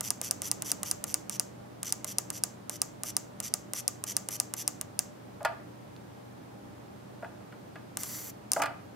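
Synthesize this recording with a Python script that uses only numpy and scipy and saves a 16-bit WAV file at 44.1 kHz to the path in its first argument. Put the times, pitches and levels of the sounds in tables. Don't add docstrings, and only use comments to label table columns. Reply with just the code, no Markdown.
import sys
import numpy as np
from scipy import signal
from scipy.fft import rfft, irfft, next_fast_len
from scipy.io import wavfile
from scipy.ndimage import uniform_filter1d, map_coordinates

SR = 44100
rng = np.random.default_rng(int(sys.argv[2]) if len(sys.argv) > 2 else 0)


def natural_amplitude(level_db):
    exponent = np.asarray(level_db, float) / 20
    return 10 ** exponent


def int16_out(signal):
    q = np.round(np.clip(np.atleast_2d(signal).T, -1, 1) * 32767)
    wavfile.write(sys.argv[1], SR, q.astype(np.int16))


N = 394694


def unit(x):
    return x / np.sqrt(np.mean(x ** 2) + 1e-20)


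def along(points, hz):
    point_hz, value = np.transpose(points)
    return np.interp(np.log(hz + 1), np.log(point_hz + 1), value)


def curve(points, outside=None):
    s, value = np.transpose(points)
    return np.interp(np.arange(N) / SR, s, value, outside, outside)


def wobble(rate):
    knots = rng.standard_normal(int(N * rate / SR) + 4)
    return map_coordinates(knots, [np.arange(N) * rate / SR])


def filtered(x, response):
    n = x.shape[-1]
    m = next_fast_len(n + 8192)
    return irfft(rfft(x, m) * response(np.fft.rfftfreq(m, 1 / SR)), m)[..., :n]


def resonance(f, hz, width):
    return 1j * f * width / (hz * hz - f * f + 1j * f * width)


def dying(t60, seconds):
    noise = rng.standard_normal((2, round(seconds * SR)))
    hz, t, z = signal.stft(noise, SR, nperseg=128)
    tail = signal.istft(z * natural_amplitude(-60 * t / along(t60, hz)[:, None]), SR, nperseg=128)[1]
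    return tail / np.linalg.norm(tail[0])


# frequency in Hz, level in dB per Hz.
AIR_TONE = [(25, -26), (40, -32), (50, -16), (90, -11), (180, -1), (800, -9.5), (2600, -25.5), (15700, -38)]
# frequency in Hz, left-right likeness from -1 to 1.
AIR_ALIKE = [(60, 0.98), (130, 0.96), (290, 0.022), (640, -0.35), (1410, -0.12), (3100, 0.23),
             (6820, -0.026), (15000, 0.14)]
# frequency in Hz, width in Hz, level in dB on the room tone's scale.
DRONES = [(96, 6.4, -0.5), (199.9, 5.5, -0.5), (301.7, 5.6, 1.5), (592.2, 7.5, -0.5), (806, 4.5, -4.5)]


def air():
    t = np.arange(N) / SR

    def tone(f):
        drones = sum(natural_amplitude(db) * np.abs(resonance(f, hz, width)) ** 2 for hz, width, db in DRONES)
        return natural_amplitude(along(AIR_TONE, f)) + drones

    def mid_side(f):
        turn = np.arccos(np.clip(along(AIR_ALIKE, f), -1, 1)) / 2
        return tone(f) * [np.cos(turn), np.sin(turn)]

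    mid, side = filtered(rng.standard_normal((2, N)), mid_side)
    mains_hz, mains_db = 120, -57
    mains = np.sqrt(2) * np.sin(2 * np.pi * mains_hz * t + 0.62 * wobble(4.8))
    mains = natural_amplitude(mains_db + 1.28 * wobble(6)) * mains
    air_db, swell_s, swell_half_s, swell_peak_db = -50, 0.77, 0.46, 2.2
    swell_db = swell_peak_db * np.exp(-((t - swell_s) / swell_half_s) ** 2)
    rumble = unit(np.array([mid + side, mid - side])) * natural_amplitude([[-.4], [.4]])
    return natural_amplitude(air_db + swell_db + 1.94) * rumble + mains


# frequency in Hz, width in Hz, level in dB.
FLANK = [(7240, 270, 11), (11000, 810, 4.5), (14800, 1500, -7)]


def switch(events, pushes, modes, snap_hz, snap_width, ring_db, clutter_db, thud_db, flank_db):
    lead = 12
    t = np.arange(SR // 16) / SR

    mode_hz = np.array(modes)[:, :1, None]
    phase = rng.uniform(0, 2 * np.pi, (len(modes), 1, 1))
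    phase = phase + rng.normal(0, 1, (len(modes), 2, 1)) * mode_hz / 7000
    ring = sum(natural_amplitude(db - 60 * t / t60) * np.sin(2 * np.pi * hz * t + p)
               for (hz, db, t60), p in zip(modes, phase))
    ring = natural_amplitude(ring_db) * ring * np.clip(t / 0.000063 - .5, 0, 1)

    def arrivals(f):
        return sum(np.outer([left, right], np.exp(-2j * np.pi * f * lag)) for lag, left, right in pushes)

    def dome(f):
        tone = np.abs(resonance(f, snap_hz, snap_width)) ** 2 / (1 + (f / 15000) ** 6)
        return tone * np.exp(-2j * np.pi * f * lead / SR)

    def shade(f):
        return sum(natural_amplitude(flank_db + db) * resonance(f, hz, width) for hz, width, db in FLANK)

    clutter = natural_amplitude(clutter_db - 60 * t / 0.022) * rng.standard_normal((2, len(t)))
    clutter = clutter * (1 - np.exp(-t / 0.00021))
    snap = filtered(1. * (t == 0), lambda f: arrivals(f) * dome(f))
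    snap = snap + filtered(clutter, lambda f: resonance(f, 10100, 22600) ** 3)
    snap = natural_amplitude(13.0) * snap + filtered(1. * (t == lead / SR), shade) * [[-1], [1]]

    thuds = rng.standard_normal((len(events), len(t))) * natural_amplitude(thud_db - 60 * t / 0.061)
    thuds = filtered(thuds, lambda f: resonance(f, 930, 1700) ** 2)

    out = np.zeros((2, N + SR))
    for (s, db, pan), thud in zip(events, thuds):
        level = natural_amplitude(db - 3.5 + (pan + 2.1) * np.array([[.5], [-.5]]))
        out[:, round(s * SR) - lead:][:, :len(t)] += level * (snap + ring + thud)
    return out[:, :N]


# start in seconds, level in dB, left-right balance in dB.
PRESS = [(0.00853, -9.6, -0.5), (0.2146, -10.7, -0.4), (0.41927, -11.1, -0.4), (0.62193, -10.8, -0.4),
         (0.83193, -9.9, -0.5), (1.0407, -9.9, -0.2), (1.29617, -11.0, -0.0), (1.83086, -11.5, 0.1),
         (2.04526, -11.5, 0.7), (2.30308, -10.9, -0.4), (2.6958, -11.4, -0.5), (3.03474, -11.3, 0.0),
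         (3.40234, -11.2, -0.2), (3.73522, -10.6, -0.2), (4.0395, -11.1, -0.3), (4.2876, -11.1, -0.1),
         (4.53837, -10.8, -0.4), (4.8127, -10.8, -0.1), (7.97136, -10.3, 2.0), (8.03438, -12.8, 0.7)]
# delay in seconds, left gain, right gain.
PRESS_PUSHES = [(0, -0.17, -0.57), (.00021, -0.87, -0.97), (.00031, -0.42, -0.68)]
# frequency in Hz, level in dB, t60 in seconds.
PRESS_RING = [(640, -12, .03), (1203, -18, 0.12), (2040, -18, 0.04), (2850, -15, 0.03), (4500, -9, 0.01),
              (5600, -4, 0.008), (7060, -9, .02), (8000, -6, 0.018), (9560, -8, 0.006), (12800, -10, .016),
              (13900, -13, .014), (15200, -12, .014)]


def presses():
    return switch(PRESS, PRESS_PUSHES, PRESS_RING, snap_hz=7840, snap_width=8200,
                  ring_db=-17.0, clutter_db=-28, thud_db=-15.5, flank_db=4)


# start in seconds, level in dB, left-right balance in dB.
RELEASE = [(0.10499, -3.9, -1.9), (0.31052, -3.4, -1.4), (0.51463, -3.2, -1.4), (0.71705, -3.2, -2.1),
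           (0.91317, -3.9, -1.6), (1.14243, -3.1, -1.2), (1.39694, -3.6, -1.5), (1.92438, -3.9, -1.4),
           (2.18451, -3.1, -1.2), (2.43737, -3.0, -1.2), (2.81764, -2.9, -1.2), (3.16701, -3.0, -1.5),
           (3.53932, -3.0, -0.9), (3.87941, -2.8, -0.8), (4.16701, -2.7, -1.3), (4.40052, -2.8, -1.1),
           (4.67791, -3.1, -1.4), (4.99166, -2.9, -1.0), (8.51812, -3.2, 1.7), (8.53413, -4.9, -0.2)]
# delay in seconds, left gain, right gain.
RELEASE_PUSHES = [(0, 1, .9), (.0002, .95, 1.15), (.00042, .4, .15)]
# frequency in Hz, level in dB, t60 in seconds.
RELEASE_RING = [(730, -15, 0.05), (1195, -18, 0.1), (2043, -21, 0.04), (2750, -12, 0.025),
                (4400, -5, 0.009), (5200, -9, 0.016), (6000, -5, 0.014), (7240, -7, .018), (8500, -3, .008),
                (11440, -12, 0.015), (12400, -8, .012), (13400, -11, .016)]


def releases():
    return switch(RELEASE, RELEASE_PUSHES, RELEASE_RING, snap_hz=7680, snap_width=5400,
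                  ring_db=-20.5, clutter_db=-26.5, thud_db=-21.0, flank_db=4.5)


# frequency in Hz, t60 in seconds.
ROOM_T60 = [(300, 0.25), (2000, 0.53), (6500, 0.28), (10000, 0.29), (16000, 0.27)]
# frequency in Hz, level in dB.
ECHO_TONE = [(500, -7.5), (3500, -18.5), (5000, -7), (6300, 1), (7600, 0), (8800, -11), (12500, -13),
             (16000, -17)]


def echoes(press_db, release_db):
    sent = np.zeros(N)
    for events, wet_db in ((PRESS, press_db), (RELEASE, release_db)):
        for s, db, pan in events:
            sent[round((s + .004) * SR)] = natural_amplitude(db + wet_db)
    tail = filtered(dying(ROOM_T60, 0.46), lambda f: natural_amplitude(along(ECHO_TONE, f)))
    tail = tail + 0.55 * tail.mean(0)
    return signal.oaconvolve(sent[None], tail, axes=1)[:, :N]


def driven(press_s, frames, db, growth_db):
    frame_s, first_s, poll_s = .01999, .013, .0132
    lead_s, tail_s = .006, -0.0061
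    spin_up_s, coast_s = 0.018, 0.015
    start_db, stop_db = -7.5, -30
    pulse = first_s + frame_s * np.ceil((press_s + poll_s - first_s) / frame_s)
    on = pulse - lead_s
    off = pulse + frames * frame_s + tail_s
    return [(on - .004, -90), (on, db + start_db), (on + spin_up_s, db - growth_db / 2),
            (off, db + growth_db / 2), (off + coast_s, db + stop_db), (off + coast_s + .004, -90)]


# frequency in Hz, width in Hz, dB in a step, dB in the swing.
CASE = [(1200, 380, -14, -9.5), (1990, 360, -11.5, -7.5), (3180, 820, -10.5, -12), (4620, 490, -7.5, -5.5),
        (5920, 320, 3, 0.5), (7320, 690, -2, -0.5), (9000, 4000, -9.5, -9.5), (11530, 430, -2, -1),
        (12730, 370, -8.5, -5), (15100, 320, -11, -3.5)]


def gears(level_db, turns, column, teeth_rate, scatter_db, throb, spread):
    chance, size = rng.random((2, N)), rng.standard_normal((2, N))
    sign = np.sign(np.sin(1e5 * chance))
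    hits = (chance < teeth_rate / SR) * sign * natural_amplitude(scatter_db * size)
    hits = hits * (1 + throb * np.cos(2 * np.pi * turns))

    def case(f):
        return sum((-1) ** k * natural_amplitude(mode[column]) * resonance(f, mode[0], mode[1])
                   for k, mode in enumerate(CASE))

    ends = filtered(hits, lambda f: case(f) * np.array([[f < 8800], [f >= 8800]]))
    mid, side = unit(sum(end * natural_amplitude(0.92 * wobble(110) + 1.5 * wobble(14)) for end in ends))
    wide_above_hz = 5800
    side = filtered(side, lambda f: resonance(f, 1.6 * wide_above_hz, 11100)
                    / (1 + (wide_above_hz / (f + 1)) ** 6))
    return natural_amplitude(level_db) * np.array([mid + spread * side, mid - spread * side])


# gear noise in dB, growth through the step in dB.
JOGS = [(-39, 0), (-40, -2), (-39, 0), (-38, 3), (-41, -4), (-42.5, -2), (-41.5, -2), (-41, -2), (-40, -2),
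        (-43, 1), (-43.5, 2), (-39, 4), (-40, -4), (-39.5, 2), (-38, -2), (-38, 0.5), (-39.5, 0)]
# time in seconds, shaft turns in Hz.
SHAFT = [
    (7.98, 150),
    (8.04, 200),
    (8.09, 223),
    (8.14, 232),
    (8.2, 233),
    (8.27, 235),
    (8.32, 232),
]
# multiple of shaft speed, level in dB.
WHINE = [(9, -66), (30, -63), (49, -59), (50, -56), (51, -62), (57, -65), (63, -59), (66, -63), (69, -61)]


def servo():
    jogs = [driven(press[0], 3, *jog) for press, jog in zip(PRESS, JOGS)]
    step_turns = np.cumsum(130 + 30 * wobble(18)) / SR
    steps = gears(curve(np.concatenate(jogs)), step_turns, column=2, teeth_rate=13000,
                  scatter_db=4, throb=.3, spread=0.7)

    swing_db = curve(driven(PRESS[-2][0], frames=16, db=-42.5, growth_db=-3.3), -120)
    shaft_hz = curve(SHAFT)
    turns = np.cumsum(shaft_hz) / SR
    swing = gears(swing_db - 0.5, turns, column=3, teeth_rate=14000,
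                  scatter_db=1.5, throb=0.21, spread=0.71)

    on = swing_db > -100
    at_speed = np.clip((shaft_hz - 205) / 25, 0, 1) * natural_amplitude(swing_db + 47.5)
    for order, db in WHINE:
        level = at_speed[on] * natural_amplitude(db + 2.5 * wobble(28)[on])
        swing[:, on] += level * np.sin(2 * np.pi * order * turns[on])
    return steps + swing


# start in seconds, peak in dB, loudest region in Hz, hardness from 0 to 1.
KNOCKS = [(5.4055, -32.5, 800, 0), (5.4485, -15.5, 1200, 0.86), (7.2245, -28.5, 750, 0.17),
          (7.243, -32, 1360, 0.35), (7.404, -47, 1000, 0.2), (7.523, -43, 1820, 0.4),
          (7.756, -37, 1870, 0.54), (8.5622, -18, 695, 0.1), (8.5975, -19.5, 900, 0.03),
          (8.6188, -14.5, 1430, 1), (8.635, -21, 990, 0.86), (8.657, -26.5, 1730, 1),
          (8.703, -37.5, 800, 0.16)]
# frequency in Hz, width in Hz, level in dB.
TABLE_MODES = [(598.5, 48, 1.5), (674, 34.5, 5.5), (855, 49, -1.5), (900, 10, -1), (929, 42, -2),
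               (1197, 27, 4), (1430, 42, -3), (1697, 31, 2.5), (1973, 43, -5.5), (2566, 73, 0.5),
               (2840, 340, -6), (3660, 180, -11), (4020, 440, -9), (5000, 330, -0.5)]
# frequency in Hz, t60 in seconds.
PANEL_T60 = [(600, 0.26), (1500, 0.24), (3000, 0.2), (8000, .04)]


def knocks():
    out, t = np.zeros((2, N + SR)), np.arange(round(.3 * SR)) / SR
    # slap in dB, contact t60 in seconds, dull above Hz
    soft, hard = (-32, 0.032, 1120), (-7.5, 0.047, 4700)

    def panel_tone(f):
        modes = sum((-1) ** k * natural_amplitude(db) * resonance(f, hz, width)
                    for k, (hz, width, db) in enumerate(TABLE_MODES))
        return modes + .5 * resonance(f, 1415, 2180) ** 2

    for s, db, spot_hz, hardness in KNOCKS:
        slap_db, contact_t60, dull_hz = np.add(soft, np.clip(hardness, 0, 1.2) * np.subtract(hard, soft))

        def spot(f):
            return (0.5 + resonance(f, spot_hz, 1350)) / (1 + 1j * f / dull_hz) ** 3

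        shake = dying(PANEL_T60, .3)[:, :len(t)]
        shake = shake * (natural_amplitude(-60 * t / contact_t60) + natural_amplitude(-14)) * np.tanh(t / .0006)
        mid, side = filtered(shake, lambda f: spot(f) * panel_tone(f))
        panel = (mid + 0.083 * side * [[1], [-1]]) / np.abs(mid).max()
        slap = rng.standard_normal((2, len(t))) * natural_amplitude(slap_db - 60 * t / 0.042)
        slap = filtered(slap, lambda f: resonance(f, 7500, 4700))
        out[:, round(s * SR):][:, :len(t)] += natural_amplitude(db) * (panel + slap * np.tanh(t / 0.00056))
    return out[:, :N]


# start in seconds, peak level in dB, frequency in Hz.
TICKS = [
    (5.4305, -27, 9000),
    (5.9643, -35, 4000),
    (8.0, -38, 11000),
    (8.6, -38, 11000),
]


def ticks():
    out, t = np.zeros((2, N + SR)), np.arange(round(.3 * SR)) / SR
    for s, db, hz in TICKS:
        ping = natural_amplitude(db - 60 * t * hz / 6) * np.sin(2 * np.pi * hz * t)
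        out[:, round(s * SR):][:, :len(t)] += ping
    return out[:, :N]


def finger_rub():
    s, rise, hold, fall, db = 8.538, .008, .056, .01, -45
    skin = unit(filtered(rng.standard_normal((2, N)), lambda f: resonance(f, 7000, 8000) ** 2))
    slide_db = curve([(s, db - 20), (s + rise, db + 1), (s + rise + hold, db - 2),
                      (s + rise + hold + fall, db - 24)], -120)
    return natural_amplitude(slide_db + 1.3 * wobble(370)) * skin


def hand_thump():
    s, db, hz, t60 = 8.588, -41, 285, 0.56
    t = np.arange(round(.3 * SR)) / SR
    out = np.zeros((2, N))
    thump = natural_amplitude(db - 60 * t / t60) * np.tanh(t / 0.0042) * np.sin(2 * np.pi * hz * t)
    start = round(s * SR)
    out[:, start:start + len(t)] += thump[:N - start]
    return out


# frequency in Hz, level in dB.
ROOM_TONE = [(500, 7), (1800, -1.5), (3000, -1), (4400, 1), (6000, -5), (7900, -4), (9200, -4),
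             (16000, -10)]


def room(x, wet_db):
    tail = filtered(dying(ROOM_T60, .4), lambda f: natural_amplitude(along(ROOM_TONE, f)))
    late = np.pad(x.mean(0), (300, 0))
    return x + natural_amplitude(wet_db) * signal.oaconvolve(late[None], tail, axes=1)[:, :N]


def scene():
    clicks = presses() + releases() + echoes(press_db=-8.5, release_db=-4)
    moves = servo() + knocks() + ticks() + finger_rub() + hand_thump()
    return air() + clicks + room(moves, wet_db=-11.5)


def low_pass(x):
    return signal.sosfilt(signal.butter(12, 15700, fs=SR, output="sos"), x)


def record(dry):
    steady_top_hz = 15750
    top = filtered(dry, lambda f: np.clip((f - steady_top_hz) / 200 + .5, 0, 1))
    sharp = uniform_filter1d(np.abs(top).max(0), size=128) > natural_amplitude(-64)
    mix = dry - top * (1 - uniform_filter1d(1. * sharp, size=64))
    return low_pass(mix)


dry = scene()
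out = record(dry)
int16_out(out)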